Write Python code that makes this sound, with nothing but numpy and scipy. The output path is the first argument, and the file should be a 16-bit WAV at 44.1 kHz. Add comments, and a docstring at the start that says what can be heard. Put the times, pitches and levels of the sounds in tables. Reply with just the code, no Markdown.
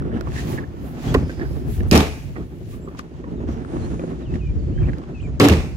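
"""Rolling a plastic wheeled bin

An empty bin is handled and rolled outdoors, close to a phone with two spaced microphones. Grit under
the wheels drives the resonances of the hollow body, and the lid slams and flaps on the rim. The plastic
knocks and creaks, and hands and feet scuff with friction noise. Eddies of wind buffet the microphones,
and two birds sing further off over a faint outdoor wash."""
import sys
import numpy as np
from scipy import signal
from scipy.fft import rfft, irfft, next_fast_len
from scipy.io import wavfile
from scipy.ndimage import uniform_filter1d

SR = 44100
rng = np.random.default_rng(int(sys.argv[2]) if len(sys.argv) > 2 else 0)


def master(y):
    """Save y as 16-bit WAV."""
    cut = np.clip(np.atleast_2d(y).T, -1, 1)
    pcm = np.round(cut * 32767)  # scale
    wavfile.write(sys.argv[1], SR, pcm.astype(np.int16))


N = 254127
T = np.arange(N) / SR

# modes of the bin's walls: (frequency [Hz], bandwidth [Hz], relative level [dB])
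WALL_MODES = [(162, 16.7, -1.5), (231.6, 26.6, 0.5), (274.8, 61.5, 1), (363.5, 33.7, -1.5),
              (431, 33.5, -7.5), (560, 167, -9.5), (652, 20, -17)]
# the phone turns: (time [s], delay at the left microphone [s], rolling level left minus right [dB])
BEARING = [(0, 0.00035, -1.5), (.8, 0.00044, -2.5), (1.1, 0.00014, -1.5), (1.5, 0.0003, -5),
           (1.7, 0.00039, 4), (1.9, 0.0003, -0.5), (2.8, 0.00026, -1.5), (3.6, 0.00036, -2),
           (4.9, 0.00042, -1), (5.3, 0.00015, -2.5)]


def undb(db):
    """Amplitude ratio of a level in decibels."""
    return 10 ** (np.asarray(db) / 20)


def unit(x):
    """Normalisation to an rms of 1."""
    return x / np.sqrt(np.mean(x ** 2))


def curves(table):
    """Linear interpolation in time of every column after the first."""
    times, *columns = np.transpose(table)
    return np.array([np.interp(T, times, column) for column in columns])


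def ring(x, modes):
    """Modal superposition: x drives resonators (Hz, bandwidth, dB), neighbours in opposite phase."""
    return sum((-1) ** k * undb(db) * signal.lfilter(*signal.iirpeak(hz, hz / width, SR), x)
               / np.sqrt(width) for k, (hz, width, db) in enumerate(modes))


def colour(x, points):
    """Spectral shaping: x is filtered by a curve of (Hz, dB) points and scaled to an rms of 1."""
    size = next_fast_len(N)
    hz, db = np.transpose(points)
    log_hz = np.log(np.arange(size // 2 + 1) * SR / size + 1)
    gain = undb(np.interp(log_hz, np.log(hz), db, left=-90, right=-90))
    return unit(irfft(rfft(x, size) * gain, size)[..., :N])


def white():
    """Gaussian noise with a flat spectrum."""
    return rng.standard_normal(N)


def walk(rate):
    """Random modulation: values held for 1 / rate seconds and smoothed twice; spread near 1."""
    hold = int(SR / rate)
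    steps = np.repeat(rng.standard_normal(N // hold + 1), hold)
    return 1.12 * uniform_filter1d(uniform_filter1d(steps, hold), hold)[:N]


def grit(rate, scatter_db):
    """Shot noise: random clicks, rate a second, a few much stronger than the rest."""
    return (rng.random(N) < rate / SR) * white() * undb(scatter_db * rng.exponential(size=N))


def late(x):
    """Path difference: sound from the bin reaches the left microphone later."""
    delay = np.round(curves(BEARING)[0] * SR).astype(int)
    return x[np.clip(np.arange(N) - delay, 0, N - 1)]


def pan(db):
    """Level difference: a pair of gains with the left db above the right."""
    return undb(np.vstack([db, -db]) / 2)


def ports(make, share):
    """Partial coherence: two microphones have a share of the power in common, delayed on the left."""
    common = make()
    own = np.array([make(), make()])
    return np.sqrt(share) * np.array([late(common), common]) + np.sqrt(1 - share) * own


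def rolling():
    """Forced vibration: grit jolts the wheels; walls drum and rim rattles to the same uneven jolting."""
    # strength of the shaking: (time [s], wall level [dB], rim level [dB])
    shaking = [(0, -25, -46.5), (.376, -31, -37), (.446, -25.5, -41.5), (.58, -29, -40.5),
               (.73, -36, -48.5), (.864, -31, -46.5), (1.02, -35, -44.5), (1.13, -23, -36.5),
               (1.2, -29, -45), (1.34, -35.5, -48.5), (1.416, -28, -40), (1.65, -32, -50), (1.79, -33, -49),
               (1.845, -30, -45.5), (2.22, -43.5, -55), (2.345, -39.5, -54.5), (2.37, -28.5, -45.5),
               (2.55, -38.5, -56.5), (2.76, -34.5, -54.5), (3.02, -40, -53), (3.31, -29.5, -48.5),
               (3.38, -33.5, -55), (3.48, -27.5, -42.5), (3.55, -33, -46), (3.83, -24, -39.5),
               (4.2, -30, -46.5), (4.27, -39.5, -55.5), (4.34, -29.5, -44), (4.45, -36, -53),
               (4.54, -29.5, -50), (4.66, -32, -54), (4.82, -26, -43), (5.04, -32.5, -46), (5.24, -35, -54),
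               (5.76, -35.5, -48)]
    # modes of the stiff rim and lid: (frequency [Hz], bandwidth [Hz], relative level [dB])
    rim_modes = [(706, 105, 4.5), (906, 101, 6), (975, 202, 6.5), (1190, 240, 3.5), (1305, 90, 1),
                 (1525, 166, -4), (1740, 174, -1.5), (2550, 2360, -3.5)]
    wall_db, rim_db = curves(shaking)
    jolt = undb(3.6 * walk(40))
    drumming = ports(lambda: unit(ring(jolt * grit(1500, 1.66), WALL_MODES)), share=.96)
    rattle = ports(lambda: unit(ring(jolt * grit(5000, .81), rim_modes)), share=.35)
    return (undb(wall_db) * drumming + undb(rim_db) * rattle) * pan(curves(BEARING)[1])


def lid_slams():
    """Damped vibration: the lid flaps on the rim, then the shaking dies; the enclosed air booms later."""
    # slams: (time [s], boom pitch [Hz], boom [dB], lid note [dB], lower walls [dB], upper walls [dB],
    # clatter [dB], crash [dB], tail [dB], flapping time [s], shaking t60 [s], crash t60 [s])
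    slams = [(1.141, 100, -30, -26, -20, -19, -24, -28, -44, 0.004, 0.05, 0.025),
             (1.914, 77, -10.5, -19.5, -17, -19, -17.5, -27, -21.5, 0.06, 0.35, 0.34),
             (5.398, 114.5, -10.5, -9, -13, -17.5, -18.5, -30, -30, 0.062, 0.18, 0.25),
             (5.484, 78.5, -7.5, -20.5, -18, -23, -24, -40, -30, 0.043, 0.35, 0.25)]
    # spectrum of the lid clattering on the rim: (frequency [Hz], relative density [dB])
    clatter_spectrum = [(260, -18), (450, -32), (717, -1), (823, -0.5), (961, -6), (1150, -3.5),
                        (1450, -10), (2460, -10), (4000, -13.5), (5200, -27), (8800, -120)]
    # spectrum of the slam's bright crash: (frequency [Hz], relative density [dB])
    crash_spectrum = [(2060, -41), (3500, -18), (5030, 2), (8360, -7), (12700, -7.5), (15400, -14),
                      (16000, -48)]
    lid_hz = 286.2  # the lid's lowest mode
    lid_modes = [(1200, 500, -4), (2450, 400, 3), (2900, 500, -2), (5000, 3000, -1)]
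    air_overtone = [(101.8, 3.7, 0)]  # noise in so narrow a band wavers
    tones, lower, upper, clatter, crash, tail = np.zeros((6, N))
    for (start, boom_hz, boom_db, note_db, lower_db, upper_db,
         clatter_db, crash_db, tail_db, flap_s, t60, crash_t60) in slams:
        age = np.maximum(T - start, 0)
        shake = (T > start) * undb(-60 * np.maximum(age - flap_s, 0) / t60)
        tones += undb(boom_db) * shake * (1 - np.exp(-age / .021)) * np.sin(2 * np.pi * boom_hz * age)
        tones += undb(note_db) * shake * (1 - np.exp(-age / .013)) * np.sin(2 * np.pi * lid_hz * age)
        lower += undb(lower_db) * shake * (1 - np.exp(-age / .012))
        upper += undb(upper_db) * shake * (1 - np.exp(-age / .01))
        gather = 1 - np.exp(-age / .006)  # the flapping needs a moment to spread round the rim
        clatter += undb(clatter_db) * shake * gather
        crash += gather * undb(crash_db - 60 * np.maximum(age - .8 * flap_s, 0) / crash_t60)
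        tail += gather * undb(tail_db - 60 * age / .63)  # the lid's upper modes ring on longer
    lower_walls = ports(lambda: unit(ring(white(), WALL_MODES[:4])), share=.97)
    upper_walls = ports(lambda: unit(ring(white(), WALL_MODES[4:])), share=1)
    waver = unit(ring(white(), air_overtone))
    flapping = undb(2.5 * walk(170))
    rim = ports(lambda: colour(flapping * grit(4000, 1.35), clatter_spectrum), share=.032)
    edge = ports(lambda: colour(flapping * grit(9700, .83), crash_spectrum), share=.038)
    lid = ports(lambda: unit(ring(white(), lid_modes)), share=.2)
    body = tones + lower * (lower_walls + .5 * waver) + upper * upper_walls
    return (body + clatter * rim + crash * edge * pan(3.2) + tail * lid) * pan(-1.2)


def panel_thumps():
    """Free decay: each heavy blow of the lid starts one panel mode, which dies exponentially."""
    # blows: (time [s], panel frequency [Hz], level [dB], t60 [s])
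    blows = [(1.1455, 723, -14, 0.044), (1.1497, 410, 2.5, 0.024), (1.156, 287, -11, .1),
             (1.1672, 273, -8, 0.072), (1.172, 82.6, -13.5, 0.29), (1.412, 332, -17, 0.075),
             (1.9207, 200, 2, 0.036), (1.946, 232, 0, 0.062), (1.95, 661, -23, 0.4), (1.96, 754, -24, 0.35),
             (1.93, 572, -10, 0.093), (1.978, 513, -21, .12), (1.965, 884, -21.5, 0.34),
             (1.973, 201, -8, .06), (2.011, 208, -5, 0.047), (1.9935, 240, -6, .07), (2.026, 420, -12, .05),
             (2.876, 387, -25, 0.079), (5.4, 282, -4, 0.057), (5.399, 1130, -13.5, 0.074),
             (5.402, 1330, -17, 0.076), (5.464, 300, -3, 0.039), (5.49, 330, -12, 0.092),
             (5.431, 240, -6, .05), (5.512, 190, -9, .16), (5.549, 160, -14, .15), (5.511, 326, -12, .07),
             (5.53, 455, -14, 0.082), (5.42, 395, -4, 0.09), (5.44, 556, -16, .08), (5.45, 895, -19, .08)]
    rise_s = .00082
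    out = np.zeros(N)
    for start, hz, db, t60 in blows:
        i = int(start * SR) + 1
        age = T[i:i + int(1.5 * t60 * SR)] - start
        envelope = undb(db - 60 * age / t60) * (1 - np.exp(-age / rise_s))
        out[i:i + len(age)] += envelope * np.sin(2 * np.pi * hz * age)
    return np.array([late(out), out])


def knocks():
    """Impulse response: struck plastic gives a rough ring, a hollow thud and a very short crack."""
    # impacts: (time [s], ring [dB], ring pitch [Hz], thud [dB], crack [dB], left minus right [dB])
    impacts = [(0.022, -33, 1310, -40, -47, -6), (0.06, -46, 1500, -40, -60, -6),
               (0.169, -42, 1680, -44, -69, -18), (0.2099, -32, 1440, -25, -37, -17),
               (.319, -38, 1800, -28, -55, -11), (.3627, -31, 1800, -32, -55, -10),
               (0.5834, -38, 1700, -27, -57, -16.5), (0.273, -34, 1100, -18.5, -59, -4),
               (0.768, -39, 940, -43, -64, -2), (1.1425, -20, 1490, -21, -22, -9),
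               (1.1455, -8, 1043, -18, -39, -3), (1.148, -13, 1920, -30, -30, -6),
               (1.1465, -15, 2900, -30, -34, 0), (1.158, -19, 1100, -30, -55, 2),
               (1.295, -28.5, 1590, -17, -58, -1), (1.397, -38, 1750, -24, -58, 5),
               (1.51, -46, 1030, -20, -57, 3), (1.805, -37.5, 1780, -32, -60, -23),
               (1.833, -37, 1150, -43, -45, -5), (1.9128, -10.5, 4870, -21, -14, -18),
               (1.916, -13, 2500, -10, -35, -3), (1.929, -16, 1950, -8, -29, -6),
               (1.938, -17, 2500, -9, -27, -1), (1.958, -23, 2500, -16, -28, -5),
               (1.9768, -9, 5600, -19, -11, 6), (1.994, -24, 5000, -25, -30, 0),
               (2.364, -35, 1340, -45, -60, -5), (2.884, -33, 1200, -26, -70, 2),
               (2.949, -38, 1090, -39, -60, -5), (2.9914, -46, 3000, -26, -30.5, -6),
               (2.993, -24.5, 1195, -35, -40, 6.5), (3.241, -36, 1080, -21, -64, 1),
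               (3.404, -38, 950, -25, -71, 5), (3.487, -32, 1140, -19, -59, 4),
               (3.648, -36, 1330, -29, -53, 9), (3.758, -38, 960, -22, -58, 10),
               (3.767, -31, 1150, -16, -66, -5.5), (3.942, -34, 1140, -36, -49, 0),
               (3.995, -30, 1180, -13.5, -66, 1), (3.994, -37, 2400, -50, -70, 0),
               (4.038, -37, 1390, -10.5, -60, -1), (4.079, -48, 1260, -26, -58, -15),
               (4.34, -33, 1900, -43, -64, -6), (4.356, -34, 1790, -28, -61, -9),
               (4.763, -57, 990, -24, -65, 0), (4.83, -38, 1650, -40, -62, -5),
               (4.892, -34, 1770, -39, -61, -7), (4.933, -32, 1620, -27, -49, -7),
               (4.984, -38, 1150, -23, -43, -3), (5.017, -39, 1110, -42, -64, -5),
               (5.036, -35, 1140, -47, -64, 8), (5.3978, -15, 7300, -30, -27, 2),
               (5.4, -14, 1820, -1, -8, 6), (5.4055, -12, 2200, -12, -29, -15),
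               (5.417, -20, 3395, -30, -35, -2), (5.44, -30, 3100, -22, -32, -3),
               (5.4498, -19, 2950, -9, -29, -15), (5.4755, -24, 3000, -31, -40, -11),
               (5.4858, -9, 7300, -23, -9, 3), (5.4855, -9, 1700, -22, -22, 0),
               (5.4971, -16, 2700, -15, -35, -18.5), (5.5359, -20, 2000, -18, -30, -8),
               (5.57, -28, 2800, -24, -45, 0), (5.4075, -16, 3750, -30, -40, 0),
               (5.4545, -20, 2050, -30, -40, 0)]
    low_hz, high_hz = 345, 498  # the two wall modes that a knock wakes first
    ring_cycles, slap_s = 31.5, .00006  # cycles to decay by 60 dB; width of the bare impact
    out = np.zeros((2, N + 4096))
    age = np.arange(4096) / SR
    onset = 1 - np.exp(-age / .0003)
    wall = (np.sin(2 * np.pi * low_hz * age) + undb(-3.5) * np.sin(2 * np.pi * high_hz * age)) / 2
    slap = undb(9) * (1 - age / slap_s) * np.exp(-age / slap_s)
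    for start, ring_db, hz, thud_db, crack_db, pan_db in impacts:
        t60 = ring_cycles / hz
        crack_hz = 5200 * np.exp(.089 * rng.standard_normal())
        noise = rng.standard_normal((3, len(age)))
        band = [(hz, .78 * hz, 0)]
        rough = unit(ring(ring(noise[0], band), band))
        tone = undb(ring_db - 60 * age / t60) * (1.3 * np.sin(2 * np.pi * hz * age) + .6 * rough)
        thud = undb(thud_db - 60 * age / .042) * wall
        snap = 1.6 * np.sin(2 * np.pi * crack_hz * age) * undb(-60 * age / .002)
        splinter = .7 * unit(ring(noise[1], [(crack_hz, .87 * crack_hz, 0)])) * undb(-60 * age / .0072)
        tick = noise[2] * undb(-15.5 - 60 * age / .0043)
        crack = undb(crack_db) * (slap + snap + splinter + tick)
        i = int(start * SR)
        out[:, i:i + len(age)] += (onset * (tone + thud) + crack) * pan(pan_db)
    return np.array([late(out[0, :N]), out[1, :N]])


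def stick_slip(events, slips):
    """Stick-slip friction: plastic slips on plastic and rings one resonance, louder on the right."""
    out = np.zeros(N)
    for start, length, hz, db in events:
        span = slice(int(start * SR), int((start + length) * SR))
        progress = np.clip((T[span] - start) / length, 0, 1)
        swell = np.sin(np.pi * progress ** .6)  # quick start, slower end
        mode = [(hz, .18 * hz, 0)]
        out[span] += undb(db) * swell * unit(ring(ring(slips[span], mode), mode))
    return np.array([late(out), 2.5 * out])


def hinge_and_handle():
    """Friction at the joints: sparser slips make short creaks, denser ones a smooth high rubbing."""
    # creaks of hinge and handle: (time [s], duration [s], pitch [Hz], left level [dB])
    creaks = [(0, 0.016, 1740, -50), (.045, .03, 1390, -50), (.115, 0.025, 1610, -49),
              (.13, 0.069, 2920, -58.5), (.162, 0.016, 1600, -43), (0.268, 0.02, 1110, -38),
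              (0.348, 0.073, 1800, -41.5), (.49, .05, 890, -43), (0.574, 0.032, 1740, -39),
              (.635, 0.016, 1750, -46), (1.292, 0.032, 1650, -44), (1.394, .014, 1700, -43),
              (1.408, 0.03, 1710, -40), (1.44, 0.044, 1600, -49), (2.354, 0.03, 1920, -47),
              (2.356, .025, 1210, -47), (2.36, 0.027, 755, -48), (2.4, 0.044, 1230, -55),
              (2.71, 0.083, 1130, -58), (2.873, 0.024, 1150, -44.5), (2.93, 0.045, 1100, -55),
              (3.14, 0.021, 1000, -53), (3.235, 0.028, 1800, -55), (3.26, .04, 1000, -50),
              (3.85, 0.016, 1740, -53), (4.776, 0.021, 1690, -47.5), (4.883, 0.023, 1740, -42.5)]
    # rubbing in the hinge: (time [s], duration [s], pitch [Hz], left level [dB])
    rubs = [(1.17, 0.54, 5000, -63), (3.47, 0.16, 5800, -67), (3.62, 0.65, 9050, -68),
            (3.7, 0.5, 6640, -65)]
    return stick_slip(creaks, grit(2500, .8)) + stick_slip(rubs, grit(9000, 1.5))


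def scuffing():
    """Friction noise: hands and feet slide over plastic and grass; incoherent sounds add in power."""
    # scuffs: (middle time [s], duration [s], hiss [dB], sizzle [dB], thin top [dB])
    scuffs = [(0.392, 0.14, -39, -52.5, -55), (0.514, 0.14, -43, -52, -48), (0.877, 0.16, -57, -63, -57),
              (1.087, 0.23, -40.5, -60, -55), (1.313, 0.13, -52.5, -66, -68), (1.53, 0.26, -64, -64, -60.5),
              (1.738, 0.14, -47.5, -52, -48.5), (1.893, 0.059, -56, -57, -57), (2.18, 0.35, -55, -65, -60),
              (2.726, 0.12, -54.5, -59, -57.5), (2.994, 0.044, -45, -66, -71), (3.52, 0.086, -54, -80, -70),
              (3.84, 0.53, -55, -78, -89), (4.354, 0.049, -52, -68, -85), (4.91, 0.14, -67, -75, -78)]
    # faint noise between scuffs: (time [s], hiss [dB], sizzle [dB], thin top [dB])
    floor = [(0, -85, -97, -92), (.3, -55, -70, -67), (.74, -61.5, -78, -71), (1.2, -57.5, -71, -68),
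             (2, -57.5, -72, -70), (2.6, -62, -70, -68), (2.93, -62.5, -75, -74), (3.4, -63, -84, -89),
             (4.3, -58.5, -89, -93), (5.3, -59.5, -89, -97), (5.76, -60, -96, -100)]
    # spectrum of the finely grained hiss: (frequency [Hz], relative density [dB])
    hiss_spectrum = [(1470, -9), (2500, -8), (3920, -12.5), (5960, -15), (6770, -13.5), (9000, -28),
                     (11700, -43), (19800, -120)]
    sizzle_spectrum = [(6500, -20), (7600, -4), (8400, -6), (9600, 0), (10500, 0), (13000, -20)]
    top_spectrum = [(9000, -30), (10800, -11), (12200, -9), (15000, -12), (16500, -10.5)]
    power = undb(curves(floor)) ** 2
    for middle, length, *band_db in scuffs:
        swell_db = -12 * (2 * (T - middle) / length) ** 2  # Gaussian envelope
        power += undb(np.add.outer(band_db, swell_db)) ** 2
    hiss_gain, sizzle_gain, top_gain = np.sqrt(power)
    hiss = ports(lambda: colour(undb(2 * walk(30.35)) * grit(12000, 1.64), hiss_spectrum), share=.051)
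    sizzle = ports(lambda: colour(undb(1.5 * walk(12)) * white(), sizzle_spectrum), share=.2)
    top = ports(lambda: colour(undb(1.5 * walk(15)) * white(), top_spectrum), share=.2)
    return hiss_gain * hiss + sizzle_gain * sizzle + top_gain * top


def wind():
    """Turbulence: eddies at the microphones make a low, lumpy pressure that the two only partly share."""
    # gusts: (time [s], level [dB])
    gusts = [(0, -26.5), (.33, -25), (.55, -26.5), (.73, -34.5), (.79, -30), (.99, -36.5), (1.12, -23),
             (1.2, -19), (1.34, -32), (1.52, -23), (1.78, -22.5), (1.845, -18), (2.22, -33.5), (2.37, -29),
             (2.5, -36.5), (2.76, -31.5), (3.05, -40), (3.31, -33.5), (3.5, -24.5), (3.66, -35.5),
             (3.83, -26), (4.2, -33), (4.34, -22.5), (4.43, -26), (4.5, -18.5), (4.68, -23), (4.86, -16.5),
             (5.04, -36), (5.24, -25.5), (5.38, -27.5), (5.76, -26)]
    # spectrum of the eddies: (frequency [Hz], relative density [dB])
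    spectrum = [(12, -28), (20, -48), (40, -8.5), (64, 2.5), (97, -6), (140, -3.5), (183, -17.5),
                (200, -11), (260, -52), (440, -120)]
    eddies = ports(lambda: colour(undb(2.5 * walk(25)) * white(), spectrum), share=.4)
    return undb(curves(gusts)[0]) * eddies


def sing(notes, rough_hz, flutter_rate):
    """Frequency and amplitude modulation: whistles glide through a turning pitch, and flutter."""
    turn_s, edge_share, db_per_octave = .008, .08, -18
    song = np.zeros(N)
    flutter = rough_hz * walk(flutter_rate)
    for start, length, first_hz, turn_hz, last_hz, turn_share, db in notes:
        span = slice(int(start * SR), int((start + length) * SR))
        progress = np.clip((T[span] - start) / length, 0, 1)
        hz = np.interp(progress, [0, turn_share, 1], [first_hz, turn_hz, last_hz])
        hz = uniform_filter1d(hz, size=int(turn_s * SR), mode="nearest")  # rounds the turn
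        gate = np.clip(np.minimum(progress, 1 - progress) / edge_share, 0, 1)
        level = undb(db - .5 * progress + db_per_octave * np.log2(hz / hz.min()))
        phase = 2 * np.pi * np.cumsum(hz + flutter[span]) / SR
        song[span] += np.sqrt(2) * gate * level * np.sin(phase)
    return song * undb(2.8 * walk(70))


def birds():
    """Scattering: diffuse echoes, different at each microphone, smear the songs of two birds."""
    # notes of the lower bird: (time [s], duration [s], first pitch [Hz], turning pitch [Hz],
    # last pitch [Hz], part before the turn [fraction], relative level [dB])
    warbler = [(1.075, .04, 3300, 3330, 3300, .5, -48), (3.362, .04, 4180, 3660, 3600, .4, -66),
               (3.49, .095, 3350, 3200, 2650, .5, -61), (3.79, 0.08, 4600, 4090, 4390, 0.45, -56),
               (3.905, .045, 2500, 2630, 2600, 0.46, -64), (4.14, 0.067, 3000, 3050, 3040, 0.56, -70),
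               (4.215, 0.11, 4200, 2620, 2580, 0.59, -54.5), (4.385, 0.12, 3100, 2510, 2395, 0.25, -50),
               (4.42, 0.065, 3100, 2980, 2930, 0.52, -65), (4.71, 0.042, 2480, 2770, 3050, 0.38, -62),
               (4.75, 0.076, 3050, 3140, 3120, 0.35, -59), (4.815, 0.055, 2760, 2250, 2900, 0.55, -47.5),
               (4.87, 0.018, 2530, 2470, 2360, 0.36, -54), (5.145, 0.072, 2630, 2430, 3440, 0.74, -46.5),
               (5.222, 0.048, 3420, 2500, 2250, 0.21, -46.5), (5.342, 0.022, 2770, 2480, 2250, 0.69, -57)]
    # notes of the higher bird, in the same columns; its last note is a buzz
    whistler = [(2.81, 0.052, 7400, 7580, 7770, 0.62, -61), (3.35, 0.1, 6800, 6720, 6660, 0.44, -77),
                (3.48, 0.07, 6700, 6530, 6600, .5, -69), (4.5, 0.088, 5590, 5660, 5500, 0.27, -75),
                (4.589, .05, 4600, 4490, 4490, 0.4, -64), (4.645, .1, 4550, 4400, 4450, 0.36, -67),
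                (5.21, 0.092, 7730, 7200, 6750, 0.58, -64)]
    song = sing(warbler + whistler[:-1], rough_hz=32, flutter_rate=250)
    song += sing(whistler[-1:], rough_hz=400, flutter_rate=900)
    age = np.arange(6000) / SR
    scatter = rng.standard_normal((2, len(age))) * undb(-60 * age / .14)
    scatter /= np.sqrt(np.sum(scatter ** 2) / 2)
    echo = signal.fftconvolve(song[None], scatter, axes=1)[:, :N]
    return undb(-2.5) * (song * pan(6) + undb(-4) * echo)


def outdoor_wash():
    """Diffuse field: smooth far-off noise, uncorrelated at the two microphones."""
    # spectrum of the distant outdoors: (frequency [Hz], relative density [dB])
    spectrum = [(700, -20), (1200, 0), (2000, -3), (3100, -4), (3700, -14), (6000, -30)]
    return undb(-65) * colour(rng.standard_normal((2, N)), spectrum)


def scene():
    """Superposition: the pressures of bin, wind, birds and far-off noise add at each microphone."""
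    bin_sound = rolling() + scuffing() + lid_slams() + panel_thumps() + knocks() + hinge_and_handle()
    return bin_sound + wind() + birds() + outdoor_wash()


def record(dry):
    """Saturation and band limiting: the phone rounds the loudest peaks and cuts the top."""
    cutoff_hz = 15800
    rounded = dry / (1 + np.abs(dry) ** 8) ** .125
    return signal.sosfilt(signal.ellip(10, .2, 55, cutoff_hz, fs=SR, output="sos"), rounded)


dry = scene()
out = record(dry)
master(out)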